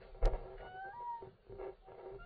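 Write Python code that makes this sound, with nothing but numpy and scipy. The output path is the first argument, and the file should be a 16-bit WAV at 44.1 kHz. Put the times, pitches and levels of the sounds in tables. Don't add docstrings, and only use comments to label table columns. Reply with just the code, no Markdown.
import sys
import numpy as np
from scipy import signal
from scipy.fft import rfft, irfft
from scipy.io import wavfile
from scipy.ndimage import uniform_filter1d

SR = 44100
rng = np.random.default_rng(int(sys.argv[2]) if len(sys.argv) > 2 else 0)


def put_to_file(sound):
    columns = np.atleast_2d(sound).T
    safe = np.clip(columns, -1, 1)
    whole_steps = np.round(safe * 32767)
    wavfile.write(sys.argv[1], SR, whole_steps.astype(np.int16))


N = 99225
T = np.arange(N) / SR

# f/Hz, level/dB, t60/s (time to fade by 60 dB)
RAFT_TONES = [(469, -3.5, 0.13), (504.7, -8, 0.15), (525.3, -4, 0.11), (610, -12, 0.15), (657, -5.5, 0.076),
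              (721.5, -8.5, .07), (780.2, -9.5, 0.13), (932, -12, 0.09), (1019, -18, .04),
              (1158, -11, 0.028), (1364, -15.5, 0.071), (1656, -19.5, 0.064), (2118, -10, 0.012),
              (2307, -22.5, 0.012), (2684, -21, 0.018)]
HOLLOW_HZ, HOLLOW_T60_S, THUD_HZ, THUD_T60_S = 384, 0.12, 114.4, 0.044
RAFT_LOW_HZ, BACKGROUND_CUTOFF_HZ = 356, 4600


def from_db(db):
    return 10 ** (np.asarray(db) / 20)


def rms_one(x):
    return x / np.sqrt(np.mean(x ** 2) + 1e-20)


def in_time(rows):
    times, *columns = np.transpose(rows)
    return [np.interp(T, times, column) for column in columns]


def low_pass(x, hz, order=2):
    return signal.sosfilt(signal.butter(order, hz, fs=SR, output="sos"), x)


def high_pass(x, hz, order=4):
    return signal.sosfilt(signal.butter(order, hz, "high", fs=SR, output="sos"), x)


def drift(hz):
    return rms_one(low_pass(rng.standard_normal(2 * N), hz)[N:])


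def coloured(x, colour):
    hz, db = np.transpose(colour)
    bins_hz = np.maximum(np.arange(N // 2 + 1) * SR / N, 1)
    gain = from_db(np.interp(np.log(bins_hz), np.log(hz), db))
    return rms_one(irfft(rfft(x) * gain, N))


def ring(clicks, hz, t60):
    decay, step = from_db(-60 / (t60 * SR)), 2 * np.pi * hz / SR
    return signal.lfilter([0, np.sin(step)], [1, -2 * decay * np.cos(step), decay ** 2], clicks + 1e-18)


def clicks_at(times, db):
    return np.bincount((np.asarray(times) * SR).astype(int), from_db(db), N)[:N]


def evened(x, window_s=0.028):
    return x / np.sqrt(np.abs(uniform_filter1d(x ** 2, int(window_s * SR))) + 1e-20)


def swell(start, length, attack_s=0.0091, release_s=0.013):
    return np.exp(-np.maximum(start - T, 0) / attack_s - np.maximum(T - start - length, 0) / release_s)


def ringing_fizz(pitches=90, clicks_per_s=1000, lowest_hz=907.6):
    # f/Hz, level/dB
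    colour = [(500, -21), (950, -2.5), (1400, 0.5), (2200, -4), (3300, -2.5), (4500, -4.5)]
    fizz = 0
    for hz in np.geomspace(lowest_hz, BACKGROUND_CUTOFF_HZ, pitches):
        clicks = rng.choice([-1, 1], N) * (rng.random(N) < clicks_per_s / pitches / SR)
        fizz += ring(clicks, hz * rng.uniform(1.0, 1.01), t60=0.3)
    return coloured(fizz, colour)


def lake(fizz_db=-8):
    # f/Hz, level/dB
    colour = [(25, 8), (125, -2), (200, 2), (290, -19), (390, 5.5), (520, 2.5), (800, -6), (1150, -20.5),
              (1400, -21), (2200, -31.5), (3500, -27.5), (4600, -24)]
    # t/s, level/dB
    loudness = [(0, -58), (.2, -70.5), (.35, -64), (.62, -67.5), (.8, -69), (1.25, -66.5), (1.4, -71),
                (1.65, -69), (1.8, -70), (2.05, -67.5), (2.25, -68.5)]
    wash = coloured(rng.standard_normal(N), colour)
    return from_db(in_time(loudness)[0]) * (wash + from_db(fizz_db) * ringing_fizz())


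def shudders(swing_hz=34.08, steepness=7.0):
    # f/Hz, level/dB
    colour = [(15, -18.5), (30, 14), (43, 12.5), (65, -7.5), (110, -29.5), (250, -62)]
    # t/s, level/dB
    loudness = [(0, -65.5), (.2, -59), (.45, -53.5), (.65, -53), (.8, -72), (.96, -60), (1.12, -76.5),
                (1.34, -67.5), (1.46, -72.5), (1.53, -61), (1.7, -61.5), (1.85, -70), (2.03, -69.5),
                (2.17, -60.5), (2.25, -58)]
    # start/s, rise time/s, peak level/dB
    pushes = [(0.106, .03, -48), (0.208, 0.042, -18.5), (.309, 0.028, -28), (.375, 0.047, -43.5)]
    sound = from_db(in_time(loudness)[0]) * coloured(rng.standard_normal(N), colour)
    for start, rise, db in pushes:
        age = np.maximum(T - start, 0)
        envelope = (age / rise * np.exp(1 - age / rise)) ** steepness
        sound += from_db(db) * envelope * np.sin(2 * np.pi * swing_hz * age)
    return sound


def drops(per_s=1500, spread_db=1):
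    sizes = from_db(spread_db * np.minimum(rng.exponential(1, N), 5)) * rng.choice([-1, 1], N)
    return sizes * (rng.random(N) < per_s / SR)


def laps(spray_db=-18):
    # start/s, length/s, splash/dB, hollow/dB, thud/dB
    waves = [(.005, 0.098, -62, -65.5, -73), (0.152, 0.043, -62, -64, -65.5),
             (0.232, 0.04, -41.5, -43.5, -44.5), (0.289, 0.034, -52.5, -49.5, -54),
             (.339, 0.019, -44, -53, -56), (0.379, 0.078, -53.5, -63.5, -59.5),
             (0.457, 0.1, -55.5, -53.5, -64), (0.603, 0.066, -51.5, -59, -62.5),
             (0.683, 0.055, -64.5, -75, -64.5), (0.747, 0.032, -61, -58, -66.5),
             (0.851, 0.04, -57, -57.5, -66.5), (0.938, 0.043, -70.5, -83, -65),
             (1.003, 0.024, -58, -64, -70), (1.223, 0.054, -59, -58, -60.5),
             (1.287, 0.062, -81, -77, -64.5), (1.504, 0.064, -64, -53, -59),
             (1.597, 0.093, -50, -46, -74.5), (1.70, 0.032, -62, -61, -68.5),
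             (1.883, 0.074, -57, -58.5, -67.5), (1.982, 0.032, -54, -58, -73.5),
             (2.033, 0.075, -54.5, -53, -72), (2.119, 0.045, -59.5, -50.5, -62.5),
             (2.166, 0.082, -76, -76, -65.5)]
    # f/Hz, level/dB
    spray_colour = [(80, -11.5), (200, -4), (290, -32.5), (400, 13.5), (800, 23), (1200, 4), (2000, -31),
                    (3000, -18), (4600, -28)]
    patter = drops()
    panels = sum((-1) ** k * from_db(db) * ring(patter, hz, t60)
                 for k, (hz, db, t60) in enumerate(RAFT_TONES))
    spray = from_db(spray_db) * coloured(patter, spray_colour)
    splash = rms_one(high_pass(panels, RAFT_LOW_HZ)) + spray
    hollow = ring(patter, HOLLOW_HZ, HOLLOW_T60_S)
    hollow = ring(hollow, HOLLOW_HZ, t60=0.036)
    hollow = high_pass(hollow, RAFT_LOW_HZ, order=8)
    thud = high_pass(ring(patter, THUD_HZ, THUD_T60_S), THUD_HZ, order=2)
    layers = np.array([evened(layer) for layer in (splash, hollow, thud)])
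    power = sum((from_db(levels_db)[:, None] * swell(start, length)) ** 2
                for start, length, *levels_db in waves)
    return np.sum(layers * np.sqrt(power), axis=0)


def small_splashes():
    # start/s, length/s, level/dB
    splashes = [(0.019, 0.017, -63.5), (0.253, 0.013, -49.5), (0.578, 0.031, -63), (1.616, 0.054, -75),
                (2.059, 0.053, -81.5)]
    # f/Hz, level/dB
    colour = [(900, -27), (1400, 4), (1800, 5.5), (2300, -1.5), (2800, -14.5), (3400, -17)]
    envelope = sum(from_db(db) * swell(start, length) for start, length, db in splashes)
    return coloured(drops(), colour) * envelope


def knocks(panel_db=-8, scatter_db=1.5, contact_hz=1900):
    # t/s, slap/dB, hollow/dB, thud/dB
    slaps = [(.146, -48, -68, -79), (.227, -31.5, -43, -58), (0.2594, -21, -39, -42),
             (.279, -35, -37.5, -62), (0.335, -34.5, -51, -60), (1.223, -57, -38, -51),
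             (1.271, -68, -43.5, -49.5), (1.467, -56.5, -57, -59), (1.495, -81, -43.5, -47),
             (1.523, -46.5, -51.5, -55), (1.586, -47.5, -51, -63.5), (1.613, -39, -47.5, -54.5),
             (1.642, -43.5, -50.5, -63), (1.668, -39, -60.5, -64), (1.678, -42.5, -42.5, -60.5),
             (1.919, -42.5, -54.5, -57.5), (1.985, -45, -56, -65.5), (2.058, -46.5, -42.5, -70),
             (2.146, -48.5, -48, -48.5)]
    times, slap_db, hollow_db, thud_db = np.transpose(slaps)
    panels = 0
    for hz, tone_db, t60 in RAFT_TONES:
        strike_db = slap_db + panel_db + tone_db + scatter_db * rng.standard_normal(len(times))
        panels += ring(clicks_at(times, strike_db), hz, t60)
    hollow = ring(clicks_at(times, hollow_db), HOLLOW_HZ, HOLLOW_T60_S)
    thud = ring(clicks_at(times, thud_db), THUD_HZ, THUD_T60_S)
    return high_pass(low_pass(panels, contact_hz) + hollow, RAFT_LOW_HZ) + thud


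def crackle():
    times = [.2553, .2563, .2608, .2748]
    levels = [-35.5, -24.5, -67, -44]
    ticks = ring(clicks_at(times, levels), hz=4450, t60=0.00091)
    return low_pass(ticks, hz=5760, order=1)


def loon_note(rows, fade_s=0.012, waver_hz=15, pitch_waver=0.0022, shimmer_db=0.81,
              flutter_db=5, flutter_hz=31, flutter_s=0.071):
    # multiple of the pitch, level against the 4th harmonic/dB
    overtones = [(3, -12), (5, -15.5), (6, -21)]
    hz, first_db, second_db, fourth_db = in_time(rows)
    start, end = rows[0][0], rows[-1][0]
    phase = 2 * np.pi * np.cumsum(hz * (1 + pitch_waver * drift(waver_hz))) / SR
    age = np.maximum(T - start, 0)
    fourth_db += flutter_db * np.exp(-age / flutter_s) * np.sin(2 * np.pi * flutter_hz * age)
    harmonics = [(1, first_db), (2, second_db), (4, fourth_db)]
    harmonics += [(k, fourth_db + db) for k, db in overtones]
    tone = sum(from_db(db + shimmer_db * np.sqrt(k) * drift(waver_hz)) * np.sin(k * phase)
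               for k, db in harmonics)
    fade = np.clip(1 + np.minimum(T - start, end - T) / fade_s, 0, 1)
    return np.sin(fade * np.pi / 2) ** 2 * tone


def loon():
    # t/s, pitch/Hz, 1st harmonic/dB, 2nd harmonic/dB, 4th harmonic/dB
    low_note = [(.577, 724, -67, -75, -75.5), (.61, 725, -61.5, -62.5, -73.5),
                (.68, 734, -54.5, -56, -63.5), (.735, 745, -50.5, -59, -65.5),
                (.795, 759.3, -45, -48, -70.5), (.825, 778.4, -44, -53.5, -73.5),
                (.855, 776.4, -48.5, -47.5, -82), (.90, 793, -44, -54.5, -82),
                (.93, 823, -56.5, -57.5, -87.5)]
    voice_break = [(0.921, 1175, -67.5, -87, -99), (0.937, 1200, -64.5, -85, -99),
                   (.955, 1170, -63, -90, -99), (0.991, 1168, -66, -89, -99)]
    high_note = [(0.939, 928, -46, -71, -100), (0.961, 961, -46.5, -67.5, -94),
                 (1.01, 959.6, -42, -77, -88.5), (1.072, 955, -41, -70, -102.5),
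                 (1.11, 949.7, -37, -69, -87.5), (1.143, 937.3, -40.5, -65.5, -87.5),
                 (1.198, 921.6, -51, -71.5, -89), (1.24, 926.5, -56, -93.5, -99),
                 (1.275, 916, -69, -80, -99)]
    faint_note = [(1.83, 758, -67, -103, -99), (1.871, 765, -54.5, -89, -99),
                  (1.909, 768, -61.5, -73.5, -99)]
    next_wail = [(2.195, 686.5, -62, -59, -82), (2.22, 699, -64, -51.5, -69.5),
                 (2.26, 714, -56.5, -63.5, -64.5)]
    # delay/s, level/dB
    echoes = [(.031, -24.5), (.074, -23.5), (.135, -37)]
    call = sum(loon_note(rows) for rows in (low_note, voice_break, high_note, faint_note, next_wail))
    return call + sum(from_db(db) * np.interp(T - delay, T, call, left=0) for delay, db in echoes)


def scene():
    bird = loon()
    background = laps() + small_splashes() + knocks() + shudders() + lake()
    return (bird + low_pass(background, BACKGROUND_CUTOFF_HZ, order=24))[None]


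def record(dry, ceiling=0.073, hardness=8, cutoff_hz=15000):
    flattened = dry / (1 + np.abs(dry / ceiling) ** hardness) ** (1 / hardness)
    treble_cut = signal.cheby2(12, 70, cutoff_hz, fs=SR, output="sos")
    return signal.sosfilt(treble_cut, flattened + crackle())


dry = scene()
out = record(dry)
put_to_file(out)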